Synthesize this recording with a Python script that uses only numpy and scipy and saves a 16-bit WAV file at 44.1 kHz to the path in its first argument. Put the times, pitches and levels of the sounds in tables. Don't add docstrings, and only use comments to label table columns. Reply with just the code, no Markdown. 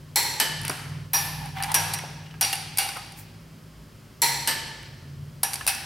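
import sys
import numpy as np
from scipy import signal
from scipy.fft import rfft, irfft, next_fast_len
from scipy.io import wavfile

SR = 44100
rng = np.random.default_rng(int(sys.argv[2]) if len(sys.argv) > 2 else 0)


def transcribe(u):
    v = np.clip(np.atleast_2d(u).T, -1, 1)
    q = np.round(v * 32767).astype(np.int16)
    wavfile.write(sys.argv[1], SR, q)


def voltage_ratio(decibels):
    exponent = np.asarray(decibels, float) / 20
    return 10 ** exponent


N = 257984

# [t/s, crack peak level/dB, tail against crack/dB, late share of tail/dB,
# flywheel ring against crack/dB]
PAWL_BREAKS = [
    (0.159, -11, -13, 3, -38),
    (4.2192, -12.5, -8.5, 0.5, -34),
]
PAWL_RETURNS = [
    (0.4005, -10.5, -12, -4, -34),
    (4.4744, -13, -9, -6, -32),
]
SOCKET_SLAPS = [
    (1.134, -14, -8, -1.2, -10),
]
SOCKET_SEATS = [
    (1.743, -12.5, -8, -2.5, -15),
    (5.4321, -17.5, -8, -7.5, -19),
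]
SOCKET_KNOCKS = [
    (2.4117, -11.5, -16.5, 0.5, -16.5),
    (2.5291, -19.5, -13.5, -29, -39),
    (2.7846, -12, -15, -1.5, -28),
]
SOCKET_DROPS = [
    (5.676, -12.5, -3, -13, -28),
]
# [f/Hz, width/Hz, level/dB]
KNOCK_COLOUR = [(120, -55), (200, -26), (659, -14.5), (791, 3), (1020, -9.5), (4600, -8.5), (5230, -8.5),
                (5840, -9.5), (6640, -15.5), (12200, -9), (16000, -29)], [(782, 31, 1.5), (2440, 470, -4.5),
                (2800, 60, -9.5), (4600, 150, -1.5), (8750, 87, 0.5), (10790, 140, 0.5), (12300, 100, -17)]
# [f/Hz, level/dB, time to fall 60 dB/s]
SEAT_NOTES = [(810, -1, 0.5), (890, -23, 0.97), (1715, 1, 0.18), (4640, -8, .33), (9394, -2, .4),
              (11010, -2, .3), (11340, -12, .4), (12290, -2, .17), (13100, -13, .27), (13310, -9, 0.33),
              (14020, -16, .3)]
# [f/Hz, side against middle/dB]
RING_WIDTH = [(60, -29), (110, -18), (200, -19), (380, -12), (700, -8), (1290, -7.5), (2380, -8.5),
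              (4400, -10.5), (8120, -9), (15000, -23)]


def unit(x):
    return x / np.sqrt(np.mean(x ** 2) + 1e-20)


def along(points, hz):
    f, v = np.transpose(points)
    return np.interp(np.log(hz + 1), np.log(f + 1), v)


def curves(rows):
    s, *columns = np.transpose(rows)
    return [np.interp(np.arange(N) / SR, s, column) for column in columns]


def bump(hz, centre_hz, octaves):
    return np.exp(-.5 * (np.log2((hz + 1) / centre_hz) / octaves) ** 2)


def noise(size, gain, spread):
    fast = next_fast_len(size)
    hz = np.fft.rfftfreq(fast, 1 / SR)
    widths = [hz * 0 + 1, voltage_ratio(along(spread, hz))]
    spectra = rfft(rng.standard_normal((2, fast))) * gain(hz) * widths
    mid, side = irfft(spectra, fast)[:, :size]
    return unit(np.array([mid + side, mid - side]))


def add(out, s, x):
    out[:, round(s * SR):][:, :x.shape[1]] += x


def colour(tone, valley_db, body_db=0):
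    broad, peaks = tone
    top_db = max(peak[2] for peak in peaks)

    def gain(hz):
        power = voltage_ratio(2 * (along(broad, hz) + valley_db))
        for centre_hz, width_hz, db in peaks:
            power = power + voltage_ratio(2 * (db - top_db)) / (1 + (2 * (hz - centre_hz) / width_hz) ** 2)
        return np.sqrt(power) * voltage_ratio(body_db * bump(hz, 673, 0.24)) * (hz > 150)

    return gain


def crack(gain, t60):
    t = np.arange(SR // 10) / SR
    return noise(len(t), gain, [(1000, -11), (12000, -22)]) * voltage_ratio(-60 * t / t60) * (1 - np.exp(-t / 0.00033))


def ringing(gain, size, early_t60, late_db):
    # [f/Hz, time to fall 60 dB/s]
    late_t60 = [(300, 2.0), (800, 1.1), (2000, 1.25), (5500, 1.15), (10000, 0.72), (15000, 0.55)]
    hz, t, z = signal.stft(noise(size, gain, RING_WIDTH), SR, nperseg=128)
    early = voltage_ratio(-60 * t / early_t60)
    late = voltage_ratio(late_db - 60 * t / along(late_t60, hz)[:, None])
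    sound = signal.istft(z * (early + late), SR, nperseg=128)[1][:, :size]
    return sound * (1 - np.exp(-np.arange(size) / SR / 0.0048))


def modal(modes, t):
    rise_cycles, blur_rad, blur_hz = 1.7, 0.48, 25
    out = 0
    for hz, db, t60 in modes:
        fade = voltage_ratio(db + rng.normal(0, 2.3) - 60 * t / t60) * (1 - np.exp(-t * hz / rise_cycles))
        drift = blur_rad * noise(len(t), lambda f: 1 / (1 + (f / blur_hz) ** 2), [(100, -19)])
        out = out + fade * np.sin(2 * np.pi * hz * t + drift)
    return out


def flywheel(t):
    ring_hz, first_silence_s, weaker_share, t60 = 5711, .115, .8, 0.39
    second_hz = ring_hz + .5 / first_silence_s
    pair = np.sin(2 * np.pi * ring_hz * t) + weaker_share * np.sin(2 * np.pi * second_hz * t)
    return (pair * voltage_ratio(-60 * t / t60) * (1 - np.exp(-(t / 0.0093) ** 2)))[None]


def blows(table, tone, modes, valley_db, modes_db, crack_t60, early_t60, body_db=-0.1):
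    out, t = np.zeros((2, N + 2 * SR)), np.arange(65536) / SR
    body = colour(tone, valley_db, body_db)
    bright = lambda hz: body(hz) * voltage_ratio(18.5 * bump(hz, 17800, 1.84))
    for s, db, tail_db, late_db, ring_db in table:
        add(out, s - .001, voltage_ratio(db) * crack(bright, crack_t60))
        add(out, s - .001, voltage_ratio(db + tail_db) * ringing(body, len(t), early_t60, late_db))
        add(out, s, voltage_ratio(db + tail_db + modes_db) * modal(modes, t[:32768]))
        add(out, s, voltage_ratio(db + ring_db + 3.5) * flywheel(t))
    return out[:, :N]


def ticks(table, tone, tail_db, broad, modes_db, note_db):
    # [f/Hz, level/dB, time to fall 60 dB/s]
    socket_notes = [(4700, -8, 0.023), (5710, -7.5, 0.013), (9500, 2, 0.007), (11000, 2.5, 0.0042),
                    (11300, -20, 0.005)]
    out, t = np.zeros((2, N + SR)), np.arange(SR // 10) / SR
    steel = colour(tone, 0)
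    for s, db, centre_hz, t60 in table:
        reach = lambda hz: broad + bump(hz, centre_hz, 0.7)
        gain = lambda hz: steel(hz) * reach(hz)
        add(out, s - .001, voltage_ratio(db) * crack(gain, t60))
        add(out, s - .001, voltage_ratio(db + tail_db) * ringing(gain, 16384, .05, -5))
        ring = 0
        for hz, level_db, life in socket_notes:
            fade = voltage_ratio(level_db + rng.normal(0, 1) - 60 * t / life)
            ring = ring + reach(hz) * fade * np.sin(2 * np.pi * (hz * t + rng.random()))
        note = voltage_ratio(note_db - 60 * t / (1.6 * t60)) * np.sin(2 * np.pi * centre_hz * t)
        add(out, s, voltage_ratio(db) * ((voltage_ratio(modes_db) * ring + note) * (1 - np.exp(-t / 0.0014)))[None])
    return out[:, :N]


def engine(rate, course, orders, shares_db):
    wander_hz, steady, side_db = 3.5, 1.6, -14.5
    level_db, = curves(course)
    turn, out = 2 * np.pi * np.cumsum(rate) / SR, 0
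    for k, db in zip(orders, shares_db):
        a, b = noise(N, lambda f: 1 / (1 + (f / wander_hz) ** 2), [(100, 0)])
        side = voltage_ratio(side_db) * np.array([b, -b])
        wave = (a + steady + side) * np.cos(k * turn + k * k) + b * np.sin(k * turn + k * k)
        out = out + voltage_ratio(db) * wave / np.sqrt(1 + steady ** 2 / 2)
    return voltage_ratio(level_db) * out


def slowing_engine():
    # [t/s, cycle rate/Hz]
    idle = [(0, 19.1), (1.2, 19.2), (2.3, 19.6), (3.0, 19.6), (3.5, 20.1), (4.0, 19.3), (4.3, 17.4),
            (5.0, 17.3), (5.2, 17.9), (5.45, 17.3), (5.85, 17.3)]
    # [t/s, level/dB]
    first = [(0, -48.5), (.3, -45.5), (.45, -48.5), (.62, -36.5), (.77, -43.5), (.94, -36), (1.11, -43),
             (1.27, -38.5), (1.75, -39.5), (2.2, -45.5), (2.35, -46), (2.6, -44), (2.95, -52.5),
             (3.501, -50.5), (3.899, -57.5), (4.1, -70)]
    second = [(3.8, -65), (4.15, -47), (4.52, -41.5), (4.82, -51.5), (5.0, -45), (5.2, -35), (5.42, -48),
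              (5.85, -48)]
    first_orders = (3, 5, 6, 7, 8, 10, 13)
    second_orders = (3, 5, 7, 8, 9, 13)
    first_shares = [-14.5, -5.5, -15, -5, -1.5, -14.5, -18]
    second_shares = [-22, -9, -15, -1, -13, -15]
    rate, = curves(idle)
    return engine(rate, first, first_orders, first_shares) + engine(rate, second, second_orders, second_shares)


def compressor():
    # [t/s, level/dB]
    course = [(0, -72), (2.8, -56), (3.7, -52), (4.3, -54.5), (4.6, -47), (4.85, -53.5), (5.2, -50),
              (5.5, -52), (5.85, -55)]
    shares = [-8, -1.5, -6.5, -11.5]
    return engine(np.full(N, 53.6), course, range(1, 5), shares)


def rumble():
    return voltage_ratio(-57) * noise(N, lambda hz: bump(hz, 58, 0.18) + 0.27 * bump(hz, 28, .3), [(100, -38)])


def air_and_road():
    # [f/Hz, level/dB per Hz]
    hiss = [(280, -43), (480, -13), (540, -3), (756, -12), (1080, -9), (2590, -15), (3180, -13),
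            (3600, -18), (5000, -15), (6200, -20), (16000, -25)]
    road = [(40, -32), (80, -3.5), (150, 0), (190, -3.5), (250, -3), (320, -8), (400, -7.5), (470, -16)]
    # [f/Hz, side against middle/dB]
    width = [(60, -37), (110, -24), (200, -18), (380, -4.5), (700, -37), (1290, 0), (2380, -25),
             (4400, -13), (8120, -10), (15000, -18)]
    air = voltage_ratio(-55.5) * noise(N, lambda hz: voltage_ratio(along(hiss, hz)), width)
    return air + voltage_ratio(-53) * noise(N, lambda hz: voltage_ratio(along(road, hz)) * (hz < 520), width)


def ducking():
    t = np.arange(N) / SR
    loud = PAWL_BREAKS + PAWL_RETURNS + SOCKET_SLAPS + SOCKET_SEATS + SOCKET_KNOCKS + SOCKET_DROPS
    return voltage_ratio(-9 * np.max([(t > row[0]) * np.exp(-np.abs(t - row[0]) / 0.021) for row in loud], axis=0))


def pawl_breaks():
    # [f/Hz, width/Hz, level/dB]
    tone = [(120, -55), (200, -23), (709, -6), (933, 6.5), (1080, -25.5), (1940, 0), (2910, -11),
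            (4200, -4.5), (4770, -8.5), (7540, -28), (16000, -17)], [(813, 90, 0.5), (2340, 12, -1.5),
            (4240, 67, 2.5), (5200, 36, -17), (5710, 220, -5), (7580, 320, -5.5), (9560, 110, -8.5),
            (10680, 1200, -9), (11960, 190, -6.5), (14300, 300, -16)]
    # [f/Hz, level/dB, time to fall 60 dB/s]
    modes = [(933, 2, 0.73), (1990, -1, 0.63), (4270, -4, 0.5), (5711, -2, 0.21), (7550, -8, .4)]
    return blows(PAWL_BREAKS, tone, modes, valley_db=-8.5, modes_db=-10, crack_t60=0.032, early_t60=0.15,
                 body_db=-12.0)


def pawl_returns():
    # [f/Hz, width/Hz, level/dB]
    tone = [(120, -72), (200, -6), (579, -6), (899, -5), (1400, -4.5), (1740, 2), (3620, -10.5), (4350, 0),
            (6880, -10), (12200, -11.5), (16000, -28.5)], [(895.5, 14, 5.5), (1797, 20, 4),
            (3040, 460, -4.5), (3870, 68, -4.5), (4800, 150, -5), (7740, 35, -1), (8730, 99, -3),
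            (10800, 260, -7.5), (11500, 59, -5), (12900, 31, -6)]
    # [f/Hz, level/dB, time to fall 60 dB/s]
    modes = [(905, -5, 0.86), (1740, 2, 1.0), (1990, -9, 0.65), (3010, 2, 1), (4230, -5, 0.4),
             (4540, 3, .4), (8400, 7, 0.34), (12097, 11, .25)]
    return blows(PAWL_RETURNS, tone, modes, valley_db=-11, modes_db=-14.5, crack_t60=0.035, early_t60=0.17)


def socket_clinks():
    # [t/s, peak level/dB, centre f/Hz, time to fall 60 dB/s]
    clinks = [(0.616, -31, 8960, 0.017), (0.634, -32, 10500, .012), (0.6515, -23, 10600, 0.013),
              (0.672, -41, 11000, 0.016), (0.681, -18, 8900, 0.01), (0.697, -14.5, 7640, 0.0057),
              (1.169, -11.5, 12000, 0.0026), (1.458, -28.5, 9800, 0.0037), (1.6255, -19.5, 8970, 0.01),
              (1.636, -20, 6970, 0.015), (1.643, -27.5, 7000, 0.02), (1.718, -21.5, 8900, .025),
              (1.936, -21, 8800, 0.076), (1.988, -29, 9030, 0.018), (2.428, -12.5, 4700, .01),
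              (2.4493, -10, 5710, 0.0062), (2.555, -22, 9000, 0.011), (2.7735, -16, 10610, 0.017),
              (2.89, -26, 4700, .02), (2.97, -32.5, 8940, .03), (3.122, -39, 9070, 0.014),
              (4.83, -44, 11000, .015), (5.435, -10.5, 11000, 0.011), (5.534, -21.5, 7180, 0.026),
              (5.541, -21, 11500, 0.029), (5.557, -23.5, 5890, 0.02), (5.667, -15, 9900, 0.015),
              (5.749, -25.5, 9730, 0.025)]
    return ticks(clinks, KNOCK_COLOUR, tail_db=-19.5, broad=0.57, modes_db=0.5, note_db=-22)


def dull_bumps():
    # [t/s, peak level/dB, centre f/Hz, time to fall 60 dB/s]
    bumps = [(0.6197, -42, 1670, 0.023), (0.6505, -14.5, 2100, 0.004), (0.696, -29, 606, 0.045),
             (.697, -37, 280, 0.1), (.681, -33, 4700, 0.017), (.700, -15.5, 1350, 0.009),
             (.716, -28.5, 1440, 0.027), (1.571, -32, 2070, 0.042), (1.585, -35, 3000, .03),
             (1.602, -32.5, 1760, 0.084), (1.626, -20.5, 2690, 0.011), (1.6355, -28.5, 2340, 0.055),
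             (1.643, -32, 1650, 0.054), (1.94, -33.5, 1990, 0.059), (1.989, -32.5, 2200, 0.047),
             (2.037, -32.5, 850, 0.057), (2.26, -47.5, 2860, 0.097), (2.31, -46, 2930, 0.068),
             (2.531, -18.5, 2770, 0.029), (2.891, -29.5, 1490, 0.03), (2.9584, -37, 1268, 0.092),
             (2.9666, -32, 1256, 0.074), (5.611, -28, 1750, 0.033),
             (2.342, -42, 1630, .04),
        (3.1875, -41, 2340, .015),
        (4.8333, -39, 2200, .02),
        (4.861, -36, 2800, .012),
    ]
    # [f/Hz, width/Hz, level/dB]
    tone = ([(150, -52), (300, 5), (800, -4), (3000, -7), (6000, -12), (16000, -7)], [(720, 52.3, 0)])
    return ticks(bumps, tone, tail_db=-19, broad=0.07, modes_db=-2, note_db=-1)


def socket_slaps():
    # [f/Hz, width/Hz, level/dB]
    tone = [(120, -44), (200, -14), (600, -14), (900, 5), (1300, -7.5), (2500, -7.5), (5600, -3),
            (6600, -13), (10000, -10), (10800, 3), (14000, -4), (16000, -18)], [(800, 19, 3),
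            (1760, 60, -1), (2490, 200, -7), (4650, 150, -13), (11200, 400, -6), (12300, 200, -10),
            (13200, 300, -9)]
    return blows(SOCKET_SLAPS, tone, SEAT_NOTES, valley_db=-10.5, modes_db=-10.0, crack_t60=0.026, early_t60=0.092)


def scrape():
    # [t/s, length/s, body level/dB, hiss level/dB]
    drags = [
        (1.396, 0.082, -40.5, -60),
        (1.545, 0.12, -34, -51),
        (1.671, 0.047, -28.5, -60),
        (3.16, 0.034, -59, -43.5),
    ]
    rise_s, fall_s = 0.027, 0.028
    out, t = np.zeros((2, N)), np.arange(N) / SR

    def panel(hz):
        low = 1 / (1 + ((hz - 787) / 25) ** 2) + 0.5 / (1 + ((hz - 900) / 60) ** 2)
        return low + 0.11 * bump(hz, 1900, 0.79)

    for s, length, body_db, hiss_db in drags:
        on = np.clip((t - s) / rise_s, 0, 1) * np.exp(-np.clip(t - s - length, 0, None) / fall_s)
        out += on * voltage_ratio(body_db) * noise(N, panel, RING_WIDTH)
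        out += on * voltage_ratio(hiss_db) * noise(N, lambda hz: bump(hz, 13700, 0.97), RING_WIDTH)
    return out


def socket_seats():
    # [f/Hz, width/Hz, level/dB]
    tone = [(120, -42), (200, -22), (579, -8), (933, -3), (1300, -3), (1740, -3.5), (5330, -5.5), (5630, 1),
            (6640, -11.5), (11300, -0.5), (16000, -24.5)], [(780, 58, -10.5), (930, 40, -6.5),
            (1667, 100, -12), (2590, 350, -18), (4740, 210, -26), (11000, 82, -23.5), (10800, 110, -22),
            (12000, 54, -15)]
    return blows(SOCKET_SEATS, tone, SEAT_NOTES, valley_db=-10.5, modes_db=-9.0, crack_t60=0.076, early_t60=0.082)


def pings():
    # [t/s, level/dB]
    taps = [
        (1.941, -38),
        (5.541, -58),
    ]
    out = np.zeros((2, N + SR))
    for s, db in taps:
        add(out, s, voltage_ratio(db) * flywheel(np.arange(SR // 2) / SR))
    return out[:, :N]


def socket_knocks():
    # [f/Hz, level/dB, time to fall 60 dB/s]
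    modes = [(788, 15, 0.27), (1512, 8.5, .15), (2280, 5, .4), (2830, 4.5, 0.65), (3350, 4, 0.29),
             (4670, 5, 0.6), (4700, 1, .4), (8600, 14.5, 0.15), (9700, 9, .5), (10770, 0, .25),
             (11320, 3, .12), (12290, -4, 0.32)]
    return blows(SOCKET_KNOCKS, KNOCK_COLOUR, modes, valley_db=-1.5, modes_db=-14.5, crack_t60=0.04, early_t60=0.22)


def socket_drops():
    # [f/Hz, width/Hz, level/dB]
    tone = [(120, -45), (200, -15), (387, -39), (763, 2.5), (1210, -8), (1500, 0), (3430, -4), (5730, -0.5),
            (6400, -13), (9400, -2), (16000, -12.5)], [(790, 27, 6), (1710, 42, 8.5), (2600, 110, 8.5),
            (5100, 68, -4), (5710, 55, -11), (9200, 34, -2), (11000, 160, 5.5), (13200, 32, -10)]
    # [f/Hz, level/dB, time to fall 60 dB/s]
    modes = [(785, -3, 0.15), (1780, -24, 0.29), (9450, 6, 0.13), (11600, 1, 0.22)]
    return blows(SOCKET_DROPS, tone, modes, valley_db=-7, modes_db=-14.0, crack_t60=0.027, early_t60=0.094)


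def scene():
    background = slowing_engine() + compressor() + rumble() + air_and_road()
    wrench = pawl_breaks() + pawl_returns()
    socket = socket_slaps() + socket_seats() + socket_knocks() + socket_drops()
    small = socket_clinks() + dull_bumps() + scrape() + pings()
    return ducking() * background + wrench + socket + small


def roll_off(x):
    return signal.sosfilt(signal.butter(12, 16970, fs=SR, output="sos"), x)


def record(dry):
    hz = np.fft.rfftfreq(N, 1 / SR)
    mix = irfft(rfft(dry) * np.where(hz < 15850, 1, voltage_ratio(-29)), N)
    return roll_off(mix)


dry = scene()
out = record(dry)
transcribe(out)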